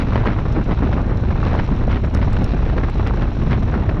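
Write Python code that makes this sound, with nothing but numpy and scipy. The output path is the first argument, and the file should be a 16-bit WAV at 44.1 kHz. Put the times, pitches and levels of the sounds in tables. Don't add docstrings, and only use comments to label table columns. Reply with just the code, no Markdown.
import sys
import numpy as np
from scipy import signal
from scipy.fft import rfft, irfft
from scipy.io import wavfile
from scipy.ndimage import uniform_filter1d, minimum_filter1d

SR = 44100
rng = np.random.default_rng(int(sys.argv[2]) if len(sys.argv) > 2 else 0)


def put_to_file(sound):
    columns = np.atleast_2d(sound).T
    safe = np.clip(columns, -1, 1)
    whole_steps = np.round(safe * 32767)
    wavfile.write(sys.argv[1], SR, whole_steps.astype(np.int16))


N = 176400
TIME = np.arange(N) / SR


def amp(db):
    return 10 ** (np.asarray(db) / 20)


def unit(x):
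    return x / np.sqrt(np.mean(x ** 2) + 1e-20)


def level(curve):
    return amp(np.interp(TIME, *np.transpose(curve)))


def add(mix, start_s, sound):
    part = mix[max(round(start_s * SR), 0):][:len(sound)]
    part += sound[:len(part)]


def noise(spectrum):
    hz, db = np.transpose(spectrum)
    bins_hz = np.fft.rfftfreq(N, 1 / SR)
    shape = amp(np.interp(np.log(bins_hz + 1), np.log(hz), db, right=-np.inf))
    return unit(irfft(rfft(rng.standard_normal(N)) * shape, N))


def wander(low_hz, high_hz):
    hz = np.fft.rfftfreq(N, 1 / SR)
    shape = hz / np.hypot(hz, low_hz) / np.sqrt(1 + (hz / high_hz) ** 4)
    return unit(irfft(rfft(rng.standard_normal(N)) * shape, N))


def steadied(x, window_s):
    power = uniform_filter1d(x ** 2, int(window_s * SR) + 1)
    return x / np.sqrt(abs(power) + 1e-9)


def band(x, low_hz, high_hz):
    return unit(signal.sosfilt(signal.butter(2, [low_hz, high_hz], "band", fs=SR, output="sos"), x))


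def rumble(shelter_db):
    # (time [s], level [dB])
    deep_ride = [(0,-19.5),(.8,-18),(1.65,-18.5),(1.85,-15.5),(2.8,-16.5),(4,-19.5)]
    throb_ride = [(0,-21.5),(.2,-19),(.4,-20.5),(.6,-20),(1.1,-21),(1.6,-20.5),(2.3,-19),(2.7,-24),(3.35,-21),(3.53,-18.5),(3.7,-22.5),(4,-19.5)]
    # (frequency [Hz], relative level [dB])
    deep_spectrum = [(8,-21),(22,5.5),(68,7.5),(100,-3),(150,-13.5),(400,-66)]
    throb_spectrum = [(60,-20),(98,3),(145,-4),(240,-11),(400,-24),(1200,-71)]
    deep = level(deep_ride) * steadied(noise(deep_spectrum), window_s=0.054)
    throb = level(throb_ride) * steadied(noise(throb_spectrum), window_s=0.072)
    return amp(shelter_db) * (deep + throb)


def gusts(gain_db=-1, ragged_db=4.0, skew=0.56, attack_s=0.001):
    # (time [s], length [s], relative level [dB], tilt [dB/octave])
    hits = [(0.0,0.037,-25,2),(0.11,0.2,-27,-1.5),(0.155,0.018,-19,-2.5),(0.249,0.12,-23.5,-0.5),(0.267,0.0086,-16,0.5),(0.38,0.023,-21.5,-2),(0.453,0.021,-23,-2.5),(0.554,0.059,-22,-5),(0.686,0.027,-22,-6.5),(0.708,0.031,-20.5,-2.5),(0.82,0.033,-20,-5),(0.867,0.014,-20.5,-1.5),(0.926,0.02,-19.5,-1),(0.95,0.12,-26,-4.5),(1.069,0.082,-29,-3),(1.301,0.03,-24.5,-3.5),(1.45,0.049,-21,-2.5),(1.491,0.16,-25,-3.5),(1.587,0.023,-27,4.5),(1.715,0.022,-23,-8.5),(1.813,0.0081,-19.5,-3),(1.891,0.091,-27.5,3),(1.957,0.027,-24.5,0),(2.036,0.035,-27.5,-1.5),(2.135,0.07,-27.5,-1),(2.213,0.032,-24.5,1),(2.365,0.014,-26,2),(2.41,0.031,-26,-8),(2.533,0.021,-23,-3.5),(2.649,0.08,-29.5,-0.5),(2.761,0.055,-26,-7),(2.776,0.015,-27.5,4),(2.831,0.026,-22.5,-1),(2.992,0.031,-25.5,-2),(3.062,0.039,-22,1),(3.209,0.042,-22,-0.5),(3.501,0.071,-22.5,1.5),(3.714,0.11,-25.5,-3),(3.891,0.014,-20,-1)]
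    # (frequency [Hz], relative level [dB])
    spectrum = [(90,-18),(200,-0.5),(320,-4),(530,-10.5),(1400,-13),(2100,-18.5),(3200,-29),(5000,-39),(8000,-75.5)]
    size = 16384
    octaves = np.log2(np.clip(np.fft.rfftfreq(size, 1 / SR), 500, 3000) / 1000)
    air = steadied(noise(spectrum) * amp(ragged_db * wander(low_hz=40, high_hz=242)), window_s=0.015)
    out = np.zeros(N)
    for start_s, length_s, db, tilt_db in hits:
        progress = np.arange(0, 1, 1 / (length_s * SR))[:size]
        swell = np.sin(np.pi * progress ** skew) * np.minimum(progress * length_s / attack_s, 1)
        puff = np.roll(air, -round(start_s * SR))[:size]
        tilted = irfft(rfft(puff) * amp(tilt_db * octaves))
        add(out, start_s, amp(db + gain_db) * swell * tilted[:len(swell)])
    return out


def pops(cycles_to_peak=0.8):
    # (time [s], envelope peak [dB], pitch [Hz])
    eddies = [(.123,-17.5,1250),(.2372,-16,900),(0.2572,-10.5,1090),(.891,-15,646),(1.113,-17.5,397),(1.43,-12.5,1160),(1.531,-12,630),(1.69,-18,890),(1.878,-10.5,566),(2.277,-17,750),(2.8854,-18,1100),(3.109,-15,1030),(3.741,-15.5,1400)]
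    t, out = TIME[:SR // 40], np.zeros(N)
    for start_s, db, hz in eddies:
        age = hz * t / cycles_to_peak
        envelope = (age * np.exp(1 - age)) ** 2
        add(out, start_s, amp(db) * envelope * np.sin(2 * np.pi * (hz * t + rng.random())))
    return out


def flutter(turbulence, shelter_db, level_db=-30, depth_db=4):
    # (frequency [Hz], relative level [dB])
    spectrum = [(80,-26),(200,3.5),(350,2.5),(1000,-5.5),(1500,-10.5),(2200,-18),(3300,-43),(8000,-77.5)]
    bursts = noise(spectrum) * amp(depth_db * turbulence)
    return amp(level_db + shelter_db) * steadied(bursts, window_s=0.057)


def lulls():
    # (centre [s], half length [s], depth [dB])
    dips = [(0.339,0.019,-5),(0.436,0.052,-3),(0.643,0.013,-13),(0.758,0.011,-9),(1.043,0.011,-7),(1.194,0.019,-4),(1.668,0.018,-5.5),(1.774,0.029,-3.5),(2.006,0.021,-8),(2.103,0.019,-9),(2.922,0.016,-8.5),(3.341,0.033,-5)]
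    return sum(db * np.exp(-((TIME - centre_s) / half_s) ** 2) for centre_s, half_s, db in dips)


def tyres(level_db=-34.5):
    # (frequency [Hz], relative level [dB])
    spectrum = [(60,-16),(200,9.5),(320,6.5),(550,-7.5),(1100,-11.5),(1700,-20.5),(2700,-17.5),(4000,-24),(7000,-69.5)]
    return amp(level_db) * noise(spectrum)


def hiss(turbulence, gain_db=-3.5, depth_db=3.0, grain_db=3.0):
    # (time [s], relative level [dB])
    ride = [(0,-40),(.4,-46.5),(.92,-42),(1.08,-52.5),(1.5,-38.5),(2.05,-51.5),(2.42,-40.5),(2.65,-43.5),(3.85,-45.5),(4,-55)]
    # (frequency [Hz], relative level [dB])
    spectrum = [(600,-5.5),(1500,-4.5),(2600,5),(3150,-4.5),(4000,-1.5),(4500,-10.5),(5700,-11.5),(6800,-27.5),(9000,-52)]
    flicker_db = depth_db * turbulence + grain_db * wander(low_hz=25, high_hz=200)
    return amp(gain_db) * level(ride) * unit(noise(spectrum) * amp(flicker_db))


def ticks(rise_s=0.0004, scrape_decay_s=0.0011, ring_t60_s=0.015):
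    # (time [s], scrape level [dB], ring relative to scrape [dB])
    hits = [(0.5256,-41,-5),(1.559,-43,-7),(2.143,-35,-14),(2.148,-30.5,-5.5),(2.331,-32.5,-13),(2.443,-33,-2.5),(2.899,-38,-21),(3.0725,-31,-14),(3.6323,-37,-18)]
    # (frequency [Hz], relative level [dB])
    modes = [(2840,3),(5410,5.5),(6480,-7),(8750,-11),(10300,-9)]
    t, out = TIME[:SR // 30], np.zeros(N)
    attack = np.minimum(t / rise_s, 1)
    for start_s, db, ring_db in hits:
        ring = sum(amp(mode_db - 60 * t / ring_t60_s) * np.sin(2 * np.pi * (hz * t + rng.random()))
                   for hz, mode_db in modes)
        scrape = band(rng.standard_normal(len(t)), low_hz=2300, high_hz=5900)
        scrape *= np.exp(-t / scrape_decay_s)
        add(out, start_s, amp(db) * attack * (amp(ring_db) * ring + scrape))
    return out


def chain(level_db=-56.5, teeth_per_s=83, decay_s=0.0061, wobble=0.0044, uneven_db=4.0, rub=0.13):
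    # (frequency [Hz], relative level [dB])
    spectrum = [(3300,-7.5),(4030,1.5),(4750,-14.5),(5650,-1.5),(6200,-12.5),(6900,-13.5),(7700,-24.5),(8750,-24),(11000,-38.5)]
    rate = teeth_per_s * (1 + wobble * wander(low_hz=0.73, high_hz=5.7))
    teeth = np.cumsum(rate) / SR
    since_strike_s = (teeth % 1) / teeth_per_s
    force = amp(uneven_db * np.clip(rng.standard_normal(N), -2, 2))[teeth.astype(int)]
    strikes = force * unit(since_strike_s * np.exp(-2 * since_strike_s / decay_s))
    return amp(level_db) * unit(strikes + rub) * noise(spectrum)


def squeak(level_db=-55, centre_s=2.497, half_s=0.022):
    swell = np.exp(-((TIME - centre_s) / half_s) ** 2)
    return amp(level_db) * swell * band(rng.standard_normal(N), low_hz=4400, high_hz=4560)


def scene():
    turbulence = np.clip(wander(low_hz=5, high_hz=75), -2.5, 1.6)
    shelter_db = lulls()
    wind = rumble(shelter_db) + flutter(turbulence, shelter_db) + gusts() + pops()
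    return (wind + hiss(turbulence) + tyres() + chain() + ticks() + squeak())[None]


def record(dry, ceiling_db=-8, window_s=0.0083, bass_below_hz=590, cutoff_hz=12100):
    bass = signal.sosfiltfilt(signal.butter(2, bass_below_hz, fs=SR, output="sos"), dry[0])
    size = int(window_s * SR) + 1
    gain = np.minimum(1, amp(ceiling_db) / (abs(bass) + 1e-9))
    gain = uniform_filter1d(minimum_filter1d(gain, size), size)
    limited = dry + (gain - 1) * bass
    low_pass = signal.firwin(511, cutoff_hz, window=("kaiser", 9), fs=SR)
    return signal.oaconvolve(limited, low_pass[None], "same")


dry = scene()
out = record(dry)
put_to_file(out)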